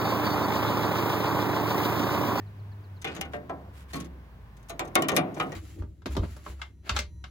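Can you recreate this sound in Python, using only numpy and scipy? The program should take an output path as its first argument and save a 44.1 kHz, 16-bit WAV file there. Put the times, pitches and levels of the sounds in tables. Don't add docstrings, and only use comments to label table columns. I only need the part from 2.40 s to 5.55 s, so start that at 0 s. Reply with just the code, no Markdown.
import sys
import numpy as np
from scipy import signal
from scipy.fft import rfft, irfft, next_fast_len
from scipy.io import wavfile

SR = 44100
rng = np.random.default_rng(int(sys.argv[2]) if len(sys.argv) > 2 else 0)


def generate_wav(sig):
    pcm = np.round(np.clip(np.atleast_2d(sig).T, -1, 1) * 32767).astype(np.int16)
    wavfile.write(sys.argv[1], SR, pcm)


N = 138915

BASS_HZ, BODY_HZ, BITE_HZ, TREBLE_HZ = 280, 856, 2470, 10100
BANDS = 31.25 * 2 ** (np.arange(28) / 3)
RIGHT_LAG_S = 0.00016


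def undb(db):
    return 10 ** (np.asarray(db) / 20)


def at(hz, table, axis=1):
    table = np.array(table, float)
    return np.interp(np.log(np.maximum(hz, 1)), np.log(table[:, 0]), table[:, axis])


def fade(t, t60):
    return np.exp(-np.log(1000) * t / t60)


def pan(left_db):
    gains = undb(np.array([[left_db], [-left_db]]) / 2)
    return gains / np.sqrt(np.mean(gains ** 2))


def add(out, start, sound):
    i = max(int(start * SR), 0)
    out[:, i:i + sound.shape[1]] += sound[:, :max(N - i, 0)]


def contacts():
    # start_s, level_db, bass_db, bite_db and treble_db (against level_db), contact_s,
    # left_over_right_db, crack_db, favoured modes [(pitch_hz, level_db)]
    knocks = [(0.644,-33.5,-4.5,1.5,-13.5,0.0052,-2,-8,[(436,1.5),(781,-0.5),(2126,-5),(2374,-5),(2864,-9),(3435,0)]),
              (.665,-42.5,5.5,6,-21,0.02,-1,-3,[(1475,-3),(2500,-2),(2960,-2),(3510,-6)]),
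              (.763,-39.5,4,-2,-12.5,0.0029,2.5,-3,[(6700,1)]),
              (0.8102,-38.5,-8,4,0.5,0.0031,-1,-1,[(781,2.5),(2121,-0.5),(2859,0.5),(3042,-2),(3440,-14)]),
              (.848,-46,-3,-6,-23,.011,-2,0,[(1470,-1),(3042,-9)]),
              (0.934,-34.5,-0.5,-3,-25.5,0.0011,0,3,[(441,2),(590,5),(711,-0.5),(1604,-1),(1841,2)]),
              (1.094,-28.5,-10,-18,-36,0.0051,-1.5,6,[(673,-5.5),(1023,-4.5),(1330,-2.5),(1642,-6)]),
              (1.533,-38.5,9,-0.5,-8,.0095,-1.5,-2,[(4304,0),(1855,-4),(8800,-14),(10352,-3)]),
              (1.553,-44.5,3,-2,-3.5,0.017,0,0,[(1093,7),(4350,-3)]),
              (2.296,-37,-4.5,-5,-9,.0064,0,14,[(678,1.5),(1174,-9),(3946,-2.5),(6605,-1.5),(8882,-8)]),
              (2.393,-25.5,-9.5,-4.5,-11.5,0.0011,-0.5,-13,[(1087,-3),(1860,-11),(2449,-8),(3951,-14),(7350,-4)]),
              (2.554,-17,-7,-3.5,-15,0.0026,-0.5,18.5,[(236,-3),(331,-3.5),(775,-5.5),(1114,-2.5),(1410,-2),(2159,-3.5)]),
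              (2.621,-33,7,-4,-2,0.0015,-1.5,9,[(330,-1.5),(1017,0),(1863,0),(2970,6.5)]),
              (2.64,-40,-7,3,-22,.004,-1,3,[(2372,-8)]),
              (2.6846,-24.5,-7.5,-1,-4,0.0032,2.5,7,[(1174,-4),(1410,-7.5),(1841,-3),(3031,-5)]),
              (2.717,-25,1,-10,-24.5,.0032,-3,-4,[(6500,0),(8700,-5)]),
              (2.7648,-26.5,-2,7,-1.5,0.0018,0,12,[(2350,-6),(2885,-13.5),(8882,-5.5),(10508,-2)]),
              (2.771,-19,-10,-13,-13,0.0013,0.5,0,[(180,0),(262,2),(331,1),(598,-1),(711,-6)]),
              (2.794,-47,7.5,-24,-34,.0023,14,0,[(333,10),(366,2)]),
              (2.964,-35,0,-11.5,-34,0.0087,0,-6,[(5920,1)]),
              (2.9984,-24.5,-5,-3,-24,0.0038,-1.5,-2,[(1250,2),(1405,-6),(3870,-7),(2869,-4),(3034,-3)]),
              (3.025,-47.5,8,-22,-7,0.0049,2,0,[(1250,-9)]),
              (3.119,-38.5,-1,-8.5,-18.5,0.0077,0.5,-4,[(1900,2),(5650,-6)])]
    # start_s, level_db, left_over_right_db
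    ticks = [(.6160, -43.5, -1), (0.7482, -46, -1), (1.6022, -42, -1.5), (1.6463, -51.5, 1),
             (2.167, -58.5, 1), (2.193, -68, 0), (2.228, -63, 3), (2.285, -49, 0), (2.448, -51.5, -1),
             (2.474, -53.5, 0), (2.547, -46, 0), (2.942, -49.5, 2), (3.065, -59, -2)]
    # pitch_hz, level_db, t60_s
    bracket = [(165.1, -15.5, 0.64), (246.7, -19, 0.057), (273.9, -10.5, 0.52), (327.9, -11.5, 0.37),
               (359.6, -14.5, 0.72), (597.5, -14, 0.41), (697, -19, 0.69), (745, -12, 0.34),
               (1087, -17, 0.18), (1153, -12.5, 0.22), (1375, -36, 0.42), (1814, -22.5, 0.51),
               (2240, -36.5, 0.55), (2383, -6, 0.1)]
    # pitch_hz, level_db, t60_s
    pliers = [(2780,-15.5,0.13),(3190,-53,0.091),(3670,-14,0.14),(6230,-4,.04),(8882,-21,0.12),(13100,-27,.05)]
    # pitch_hz, level_db
    tick_colour = [(200, -27), (1200, -4.5), (3000, -6.5), (6500, -3), (14000, -10)]
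    mode_scatter_db = 2.5
    grip_t60_s, grip_damping = 0.23, 0.4
    tick_contact_s, tick_crack_db = 0.0078, 6

    out = np.zeros((2, N))
    bands = band_noises()
    for start, db, bass, bite, treble, contact_s, left_db, crack_db, favoured in knocks:
        colour = [(BASS_HZ, db + bass), (BODY_HZ, db), (BITE_HZ, db + bite), (TREBLE_HZ, db + treble)]
        modes = [(hz, mode_db + mode_scatter_db * rng.standard_normal(), t60)
                 for hz, mode_db, t60 in bracket + pliers]
        modes += [(hz, mode_db, grip_t60_s * (BODY_HZ / hz) ** grip_damping) for hz, mode_db in favoured]
        modes += grip_modes()
        add(out, start, strike(bands, colour, contact_s, left_db, crack_db, modes))
    for start, db, left_db in ticks:
        colour = [(hz, db + tint) for hz, tint in tick_colour]
        add(out, start, strike(bands, colour, tick_contact_s, left_db, tick_crack_db, pliers))
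    return out


def strike(bands, colour, contact_s, left_db, crack_db, modes):
    # pitch_hz, level_db, t60_s, garage_tail_db, left_over_right_db
    sheet = [(74, -50, 0.21, 7, -13), (161.6, -2.5, 0.61, 1.5, 0.5), (402, -3, 0.35, -5.5, -1.5),
             (1000, -4, 0.14, -10, 1.5), (2100, -1.5, 0.14, -17, 6.5), (5400, -2.5, 0.057, -24, 3),
             (10500, 0.5, 0.031, -47, 3), (15200, -5.5, 0.042, -45, 0)]
    # pitch_hz, t60_s
    garage = [(150, 0.63), (700, 0.73), (2500, 0.47), (6000, 0.11), (14000, 0.22)]
    crack_fall_s, room_build_s = 0.0013, 0.064
    rise_cycles = 2.7
    detune, phase_scatter = 0.003, 0.21

    t = np.arange(int(SR / 2)) / SR
    free = np.maximum(t - contact_s, 0)
    offset = rng.integers(N - len(t))
    out = np.zeros((2, len(t)))
    for hz, noise in zip(BANDS[2:], bands[2:]):
        ring = fade(free, at(hz, sheet, axis=2))
        crack = undb(crack_db) * np.exp(-t / crack_fall_s) * np.sqrt(hz / TREBLE_HZ)
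        tail = undb(at(hz, sheet, axis=3)) * fade(free, at(hz, garage))
        tail = tail * (1 - np.exp(-t / room_build_s))
        rise = 1 - np.exp(-t * hz / rise_cycles)
        envelope = np.sqrt(ring ** 2 + crack ** 2 + tail ** 2) * rise
        sides = pan(left_db * min(hz / BODY_HZ, 1) + at(hz, sheet, axis=4))
        gain = undb(at(hz, colour) + at(hz, sheet))
        out += gain * sides * envelope * noise[:, offset:offset + len(t)]
    for hz, db, t60 in modes:
        pitch_chance, phase_chance, lag_chance, side_chance = rng.standard_normal(4)
        ringing = t[:int(t60 * SR)]
        treble_share = min(hz / BODY_HZ, 1)
        lag = hz * RIGHT_LAG_S + phase_scatter * treble_share * lag_chance
        cycles = hz * (1 + detune * pitch_chance) * ringing + phase_chance - np.array([[0], [lag]])
        tone = np.sin((2 * np.pi * cycles).astype(np.float32))
        sides = pan(left_db * treble_share + at(hz, sheet, axis=4) + side_chance)
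        envelope = fade(free[:len(ringing)], t60) * (1 - np.exp(-ringing * hz / rise_cycles))
        out[:, :len(ringing)] += undb(db + at(hz, colour)) * sides * tone * envelope
    end_fade = np.minimum(1, 10 * (t[-1] - t))
    return out * chatter(t) * end_fade


def grip_modes():
    count, level_db, scatter_db = 70, -18.5, 1.5
    t60_s, damping = 0.34, 0.71
    hz = np.geomspace(600, 15000, count) * (1 + 0.03 * rng.standard_normal(count))
    db = level_db + scatter_db * rng.standard_normal(count) + gap_db(hz)
    return list(zip(hz, db, t60_s * (BODY_HZ / hz) ** damping))


def gap_db(f):
    # centre_hz, width_hz, level_db
    gaps = [(223, 29, -6), (600, 29, 0.5), (883, 150, -3), (1660, 70, -6.5), (2640, 84, -2.5),
            (4550, 250, -2.5)]
    return sum(db * np.exp(-((f - hz) / width) ** 2 / 2) for hz, width, db in gaps)


def band_noises():
    f, spectrum = noise_spectrum()
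    gap_gain = undb(gap_db(f))
    noises = []
    for hz in BANDS:
        mask = np.abs(np.log2((f + 1) / hz)) < 1 / 6
        noise = irfft(spectrum * gap_gain * mask)[:, :N]
        noises.append(noise / np.sqrt(mask.mean()) / 2)
    return noises


def noise_spectrum():
    shared, bass_shared, split_hz = 0.21, 0.98, 480
    size = 2 * next_fast_len(N // 2 + 1, real=True)
    f = np.fft.rfftfreq(size, 1 / SR)
    left, right, middle = rfft(rng.standard_normal((3, size)))
    share = np.clip(shared + (bass_shared - shared) / (1 + (f / split_hz) ** 2), 0, 1)
    common = middle * np.array([np.ones(len(f)), np.exp(-2j * np.pi * f * RIGHT_LAG_S)])
    return f, np.sqrt(share) * common + np.sqrt(1 - share) * np.array([left, right])


def coloured(table, per_octave=False):
    f, spectrum = noise_spectrum()
    tilt = np.sqrt(np.maximum(f, 300)) if per_octave else 1
    noise = irfft(spectrum * undb(at(f, table)) / tilt)[:, :N]
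    return noise / noise.std()


def chatter(t):
    depth_db, steps_per_s, settle_s = 3, 600, 0.02
    steps = rng.standard_normal(int(t[-1] * steps_per_s) + 2)
    wobble = np.interp(t * steps_per_s, np.arange(len(steps)), steps)
    return undb(depth_db * np.exp(-t / settle_s) * wobble)


def scrapes():
    # start_s, length_s, level_db, brightness_db (gain above the split)
    slides = [(0.658, 0.15, -47, -19), (0.916, 0.061, -55, -0.5), (1.328, 0.12, -58.5, 3.5),
              (1.482, 0.13, -53.5, 2), (1.58, 0.1, -55, -3), (2.57, 0.05, -47, -4),
              (2.741, .04, -45.5, 4.5), (2.952, 0.1, -56, 6), (3.036, 0.12, -59, -1)]
    # pitch_hz, level_db (per octave above 300 Hz)
    rub_colour = [(300, -34), (1200, 12.5), (3000, 12), (6000, 5), (10000, 6.5), (15000, 2)]
    grains_per_s, grain_scatter_db, grain_fall_s = 2400, 3, 0.002
    split_hz = 6500

    t = np.arange(N) / SR
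    catches = (rng.random(N) < grains_per_s / SR) * undb(grain_scatter_db * rng.standard_normal(N))
    grains = signal.lfilter([1], [1, -np.exp(-1 / (grain_fall_s * SR))], catches)
    rub = grains / np.sqrt(np.mean(grains ** 2)) * coloured(rub_colour, per_octave=True)
    dull = signal.sosfiltfilt(signal.butter(2, split_hz, fs=SR, output="sos"), rub)
    bright = rub - dull
    out = np.zeros((2, N))
    for start, length, db, bright_db in slides:
        progress = np.clip((t - start) / length, 0, 1)
        pressure = np.sqrt(np.abs(np.sin(np.pi * progress)))
        out += undb(db) * pressure * (dull + undb(bright_db) * bright)
    return out


def engine():
    # time_s, pitch_hz, level_db
    slowing = [(0.0, 103.1, -37.5), (0.11, 101.1, -44), (0.38, 101.2, -39.5), (0.46, 99.4, -46),
               (0.58, 94.4, -44), (0.69, 80.5, -59), (0.82, 74.1, -47), (1.06, 74.2, -52),
               (1.442, 67.1, -47), (1.68, 68.5, -46), (1.9, 58.08, -49.5), (2.3, 52.1, -53),
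               (2.5, 48.9, -50), (2.6, 50.4, -69)]
    # multiple, level_db
    orders = [(1, 0.5), (1.5, -25), (2, -22), (3, -31), (4, -25.5)]
    pitch_waver, level_waver_db = 0.0028, 1.9
    t = np.arange(N) / SR
    times, hz, db = np.array(slowing).T

    def waver():
        return np.interp(t, np.linspace(0, t[-1], 70), rng.standard_normal(70))

    pitch = np.interp(t, times, hz) * (1 + pitch_waver * waver())
    phase = 2 * np.pi * np.cumsum(pitch) / SR
    hum = np.zeros(N)
    for multiple, order_db in orders:
        hum += np.sqrt(2) * undb(order_db + level_waver_db * waver()) * np.sin(multiple * phase)
    return undb(np.interp(t, times, db)) * hum


def bird():
    # start_s, level_db
    chirps = [(0.059, -67), (0.187, -68), (0.312, -64.5), (.435, -65), (0.558, -63.5)]
    # start_s, length_s, pitch_hz, level_db
    whistles = [(0,0.039,1800,-61.5),(.315,0.021,1750,-60.5)]
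    chirp_s, top_hz, end_hz, fall_s = 0.029, 5150, 3350, 0.019
    pitch_scatter = 0.013

    out = np.zeros((2, N))
    t = np.arange(int(chirp_s * SR)) / SR
    glide = end_hz + (top_hz - end_hz) * np.exp(-t / fall_s)
    for start, db in chirps:
        phase = 2 * np.pi * np.cumsum(glide * (1 + pitch_scatter * rng.standard_normal())) / SR
        swell = np.sin(np.pi * t / chirp_s)
        add(out, start, undb(db) * pan(0.25) * chatter(t) * swell * np.sin(phase))
    for start, length, hz, db in whistles:
        t = np.arange(int(length * SR)) / SR
        swell = np.sin(np.pi * t / length)
        add(out, start, undb(db) * pan(0) * chatter(t) * swell * np.sin(2 * np.pi * hz * t))
    return out


def outdoors():
    # (per Hz, relative)
    air_colour = [(15, -65), (25, -34), (43, -3.5), (59, -13), (82, 2), (301, -16.5), (641, -21.5),
                  (1100, -19), (1290, -26.5), (1520, -23.5), (7920, -48.5), (14800, -44), (16000, -39)]
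    # time_s, level_db
    air_level = [(0, -49), (.6, -49.5), (1.5, -50), (2.1, -51), (3.15, -44.5)]
    times, db = np.array(air_level).T
    return coloured(air_colour) * undb(np.interp(np.arange(N) / SR, times, db))


def scene():
    return contacts() + scrapes() + engine() + bird() + outdoors()


def record(dry):
    top_hz = 15900
    return signal.sosfilt(signal.ellip(8, 0.2, 70, top_hz, fs=SR, output="sos"), dry)


dry = scene()
out = record(dry)
generate_wav(out)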